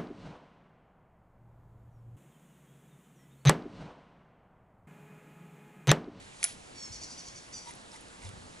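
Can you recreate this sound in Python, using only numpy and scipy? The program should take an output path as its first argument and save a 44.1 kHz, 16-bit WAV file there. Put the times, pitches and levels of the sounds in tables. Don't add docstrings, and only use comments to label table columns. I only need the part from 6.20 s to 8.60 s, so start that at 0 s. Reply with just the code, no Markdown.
import sys
import numpy as np
from scipy import signal
from scipy.fft import rfft, irfft
from scipy.io import wavfile
from scipy.ndimage import uniform_filter1d

SR = 44100
rng = np.random.default_rng(int(sys.argv[2]) if len(sys.argv) > 2 else 0)


def voltage_ratio(decibels):
    exponent = np.asarray(decibels, float) / 20
    return 10 ** exponent


def to_wav(sig):
    pcm = np.clip(np.atleast_2d(sig), -1, 1) * 32767
    pcm = np.round(pcm).astype(np.int16)
    wavfile.write(sys.argv[1], SR, pcm.T)


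N = 105840

# frequency_hz, density_db
FRICTION_SPECTRUM = [(200, -30), (500, -5), (1200, -2), (2500, 0), (6000, -0.5), (10200, -4.5),
                     (11500, -17)]


def evened(x):
    return x / np.sqrt(np.mean(x ** 2) + 1e-20)


def read(points, hz):
    f, value = np.transpose(points)
    return np.interp(np.log(hz + 1), np.log(f + 1), value)


def add(mix, start_s, sound):
    part = mix[round(start_s * SR):][:len(sound)]
    part += sound[:len(part)]


def resonate(x, hz, width_hz):
    turn = np.exp(2j * np.pi * hz * np.arange(len(x)) / SR)
    r = np.exp(-np.pi * width_hz / SR)
    return 2 * (turn * signal.lfilter([1 - r], [1, -r], x / turn)).real


def coloured(points):
    gain = voltage_ratio(read(points, np.fft.rfftfreq(N, 1 / SR)))
    return evened(irfft(rfft(rng.standard_normal(N)) * gain, N))


def damped_modes(t, modes):
    return sum(voltage_ratio(db - 60 * t / t60) * np.sin(2 * np.pi * hz * t) for hz, db, t60 in modes)


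def echoes(x, t60, gap_s):
    t = np.arange(SR // 2) / SR
    taps = rng.standard_normal((2, len(t))) * (rng.random((2, len(t))) < .3)
    taps = taps * voltage_ratio(-60 * t / t60) * (t > gap_s)
    taps = taps[0] + 0.8 * taps
    return signal.fftconvolve(x[None], taps / np.linalg.norm(taps[0]), axes=1)[:, :N]


def ports(pair, lead):
    # frequency_hz, left_minus_right_db
    contrast = [(60, -.3), (500, -.5), (1400, -1), (3000, -2), (6000, -1.3), (11000, -.8)]
    hz = np.fft.rfftfreq(N, 1 / SR)
    half = voltage_ratio(read(contrast, hz) / 2) * np.exp(.5j * read(lead, hz))
    return irfft(rfft(pair * np.ones((2, 1))) * np.array([half, 1 / half]), N)


def wash():
    # frequency_hz, density_db
    wash_spectrum = [(12, -33), (20, -6), (190, -2), (411, -6), (756, -6), (1390, -10), (1510, -9.5),
                     (7200, -18.5), (11300, -24), (14700, -43), (22000, -120)]
    # frequency_hz, likeness
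    likeness = [(40, .88), (120, .85), (250, .65), (500, .52), (1000, .58), (2000, .66), (5000, .78),
                (11000, .88)]
    frames, hz = N // 256 + 5, np.fft.rfftfreq(1024, 1 / SR)
    a, b, c, d, patches = rng.standard_normal((frames, 513, 5)).T
    patches = uniform_filter1d(patches, size=20, axis=0)
    patches = evened(uniform_filter1d(patches, size=12, axis=1))
    same = np.clip(read(likeness, hz), -1, 1)[:, None]
    left = a + 1j * b
    right = same * left + np.sqrt(1 - same ** 2) * (c + 1j * d)
    rumble_db = .5 * patches[:1] * (hz[:, None] < 150)
    gain = voltage_ratio(read(wash_spectrum, hz)[:, None] + 0.94 * patches + rumble_db)
    noise = signal.istft(np.array([left, right]) * gain, nperseg=1024, noverlap=768)[1][:, :N]
    insects = evened(resonate(rng.standard_normal(N), hz=7230, width_hz=420))
    return voltage_ratio(-51) * evened(noise) + voltage_ratio(-68) * insects


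def swish():
    peak_s, rise_s, fall_s, level_db = .29, 0.093, 0.045, -47
    t = np.arange(N) / SR - peak_s
    swell = np.exp(-(t / np.where(t < 0, rise_s, fall_s)) ** 2)
    return voltage_ratio(level_db) * swell * coloured(FRICTION_SPECTRUM)


def handle():
    # centre_s, length_s, level_db
    turns = [
        (1.493, 0.051, -52.5),
        (1.744, 0.055, -56.5),
        (2.056, 0.08, -55),
    ]
    # frequency_hz, width_hz, level_db
    gears = [(955, 30, -2), (2020, 120, -9), (10400, 500, -10)]
    # start_s, peak_db, pitch_hz,
    # t60_s
    ticks = [(.2005, -39, 6000, .003), (0.896, -41, 1200, .002), (1.452, -51, 10100, .02),
             (1.492, -38, 6000, .003), (1.508, -43, 10400, .03), (1.508, -37, 2010, 0.016),
             (1.537, -31.5, 6000, .003), (1.551, -44, 10560, 0.022), (1.718, -34.5, 5240, 0.008),
             (1.759, -38.5, 2020, 0.016), (1.763, -45, 10700, .012), (1.763, -37.5, 5700, 0.0072),
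             (1.808, -46.5, 10540, 0.033), (1.883, -35, 5000, 0.0035), (2.019, -38, 2300, 0.0094),
             (2.026, -44, 8200, .015), (2.035, -40, 2030, 0.018), (2.049, -42, 7400, 0.011),
             (2.057, -45, 2030, .012), (2.069, -42, 3520, 0.023), (2.091, -29.5, 6500, 0.0024),
             (1.472, -44, 956, 0.13), (2.030, -47, 965, 0.072), (1.736, -47, 867, 0.11),
             (2.091, -30.5, 9600, 0.0029)]
    rub_db, slips_per_s = 2.5, 900
    t, out = np.arange(N) / SR, np.zeros(N)
    slips = rng.random(N) < slips_per_s / SR
    grit = evened(rng.standard_normal(N) * (0.42 + slips * 3))
    body = voltage_ratio(rub_db) * coloured(FRICTION_SPECTRUM)
    for hz, width_hz, db in gears:
        body = body + voltage_ratio(db) * evened(resonate(grit, hz, width_hz))
    for centre_s, length_s, db in turns:
        out += body * voltage_ratio(db) * np.exp(-(2 * (t - centre_s) / length_s) ** 2)
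    t = t[:2000]
    onset = 1 - np.exp(-t / 0.00058)
    for start_s, db, hz, t60 in ticks:
        edge = voltage_ratio(-6) * np.exp(-t / 0.0013) * rng.standard_normal(len(t))
        add(out, start_s, voltage_ratio(db) * onset * (damped_modes(t, [(hz, 0, t60)]) + edge))
    return out


def latch():
    # start_s, level_db, thud_db, crack_s, ring_db
    blows = [
        (.2292, -25, 11, 0.0014, -6),
        (0.231, -34, -19, .0008, 0),
        (0.234, -37.5, -10, .001, 7),
        (0.2399, -20.5, -12, 0.00037, -27),
        (0.2411, -15, -9, 0.0027, -3),
        (.2452, -37, -12, .001, 17),
        (0.2504, -46, 27.5, .001, 20.5),
    ]
    # frequency_hz, level_db, t60_s
    frame_modes = [(720, -22, .03), (1420, -15, .03), (1990, -15, .04), (3300, -9, .01), (4550, -6, .012),
                   (5500, -10, .012), (6350, -1, .014), (8800, -6, .008)]
    # frequency_hz, level_db, t60_s
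    spring_modes = [(10195, 0, .026), (10470, -1, .022), (10900, -9, .012)]
    thud_hz, thud_t60, crack_db, contact_s = 2300, 0.0056, 4, 0.00031
    t, out = np.arange(8000) / SR, np.zeros(N)
    frame = damped_modes(t, frame_modes)
    shimmer = evened(resonate(rng.standard_normal(len(t)), hz=10400, width_hz=210))
    spring = damped_modes(t, spring_modes) + voltage_ratio(-25 - 60 * t / 0.27) * shimmer
    for start_s, db, thud_db, crack_s, ring_db in blows:
        thud = damped_modes(t, [(thud_hz, thud_db, thud_t60)])
        crack = voltage_ratio(crack_db) * np.exp(-t / crack_s) * np.diff(rng.standard_normal(len(t) + 1))
        blow = frame + thud + crack + voltage_ratio(ring_db) * spring
        add(out, start_s, voltage_ratio(db) * (1 - np.exp(-t / contact_s)) * blow)
    out = signal.sosfilt(signal.butter(3, 450, "high", fs=SR, output="sos"), out)
    dulled = signal.sosfilt(signal.butter(1, 5000, fs=SR, output="sos"), out)
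    return out + voltage_ratio(-10) * echoes(dulled, t60=0.24, gap_s=.008)


def note(length_s, db, top_hz, end_hz, sag, leap_s, settle, rise_s, rasp):
    # frequency_hz, level_db
    beak = [(2500, -14.5), (3400, -20), (4500, -2), (5700, 2), (6500, -1.5), (8000, -10.5), (9000, -20),
            (10500, -21)]
    start_hz, fall_s, waver_share, flutter_db, rasp_hz = 1070, 0.013, 0.0075, 2.5, 350
    t = np.arange(0, length_s, 1 / SR)
    fallen = np.clip((t - leap_s) / (length_s - leap_s) / settle, 0, 1)
    leap = np.sin(np.pi / 2 * np.minimum(t / leap_s, 1)) ** 2
    hz = start_hz + (top_hz - start_hz) * leap - (top_hz - end_hz) * fallen ** sag
    drift = uniform_filter1d(rng.standard_normal((8000, 2)), size=150, axis=0)[:len(t)]
    waver, flutter = drift.T * np.sqrt(150)
    pole = np.exp(-2 * np.pi * rasp_hz / SR)
    grit = signal.lfilter([1], [1, -pole], rng.standard_normal((8000, 10)), axis=0)[:len(t)].T
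    hz = hz * (1 + waver_share * waver)
    phase = 2 * np.pi * np.cumsum(hz) / SR
    tone = np.zeros(len(t))
    for k in range(2, 10):
        roughness = 1 + rasp * evened(grit[k])
        tone += voltage_ratio(read(beak, k * hz)) * np.cos(k * phase + k * k) * roughness
    envelope = np.clip(np.minimum(t / rise_s, (length_s - t) / fall_s), 0, 1)
    return envelope * voltage_ratio(db + flutter_db * flutter) * evened(tone)


def bird():
    # start_s, length_s, level_db, top_hz, end_hz
    opening = [
        (.546, .132, -50.5, 1145, 1052),
    ]
    trill = [
        (0.715, .062, -47.5, 1204, 1053),
        (0.809, 0.047, -45.5, 1225, 1063),
        (0.894, 0.051, -48, 1252, 1070),
        (0.97, .046, -48.5, 1220, 1070),
        (1.051, 0.046, -48.5, 1216, 1020),
        (1.146, .05, -50.5, 1205, 1062),
    ]
    closing = [
        (1.321, .08, -47, 1225, 1111),
    ]
    # sag_power, leap_s, settle_share of the fall time, rise_s
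    opening_law = (.85, .012, 1.2, 0.015)
    trill_law = (1.143, 0.01707, 0.84, 0.01)
    closing_law = (0.88, 0.0239, 0.9, 0.011)
    out = np.zeros(N)
    parts = (opening, opening_law, .18), (trill, trill_law, .45), (closing, closing_law, .12)
    for notes, law, rasp in parts:
        for start_s, *shape in notes:
            add(out, start_s, note(*shape, *law, rasp))
    out = out + voltage_ratio(-6) * np.roll(out, round(.00183 * SR))
    return out + voltage_ratio(-1) * echoes(out, t60=.55, gap_s=0.0069)


def bumps():
    # start_s, peak_db, pitch_hz, length_s
    knocks = [(0.7, -43, 94.4, 0.02), (0.719, -53, 56.3, 0.11), (1.998, -54, 45.6, .1),
              (2.045, -39, 91, 0.029), (2.068, -41, 99.3, 0.044), (2.2, -52, 90, 0.081),
              (.91, -56, 64.6, 0.043), (2.13, -44.5, 110, .015), (2.17, -48, 78.5, .02),
              (2.215, -58, 93, 0.019), (2.275, -57, 91.5, 0.013)]
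    out = np.zeros(N)
    for start_s, db, hz, length_s in knocks:
        t = np.arange(0, length_s, 1 / SR)
        swell = np.sqrt(abs(np.sin(np.pi * t / length_s)))
        add(out, start_s, voltage_ratio(db) * swell * np.sin(2 * np.pi * hz * t))
    return out


def scene():
    # frequency_hz, left_lead_rad
    far_lead = [(30, .3), (200, .6), (600, 1.9), (1700, 2.3), (3700, 1.2), (7600, .45), (11500, .2)]
    # frequency_hz, left_lead_rad
    near_lead = [(60, .65), (860, 1.75), (2700, 1.5), (5000, .8), (9900, .4), (11800, .5)]
    far = wash() + swish() + bird()
    near = handle() + latch() + bumps()
    return ports(far, far_lead) + ports(near, near_lead)


def roll_off(x):
    return signal.sosfilt(signal.butter(12, 12260, fs=SR, output="sos"), x)


def record(dry):
    lowpass = signal.firwin(511, 11010, window=("kaiser", 4.5), fs=SR)
    mix = signal.oaconvolve(dry, lowpass[None], "same")
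    return roll_off(mix)


dry = scene()
out = record(dry)
to_wav(out)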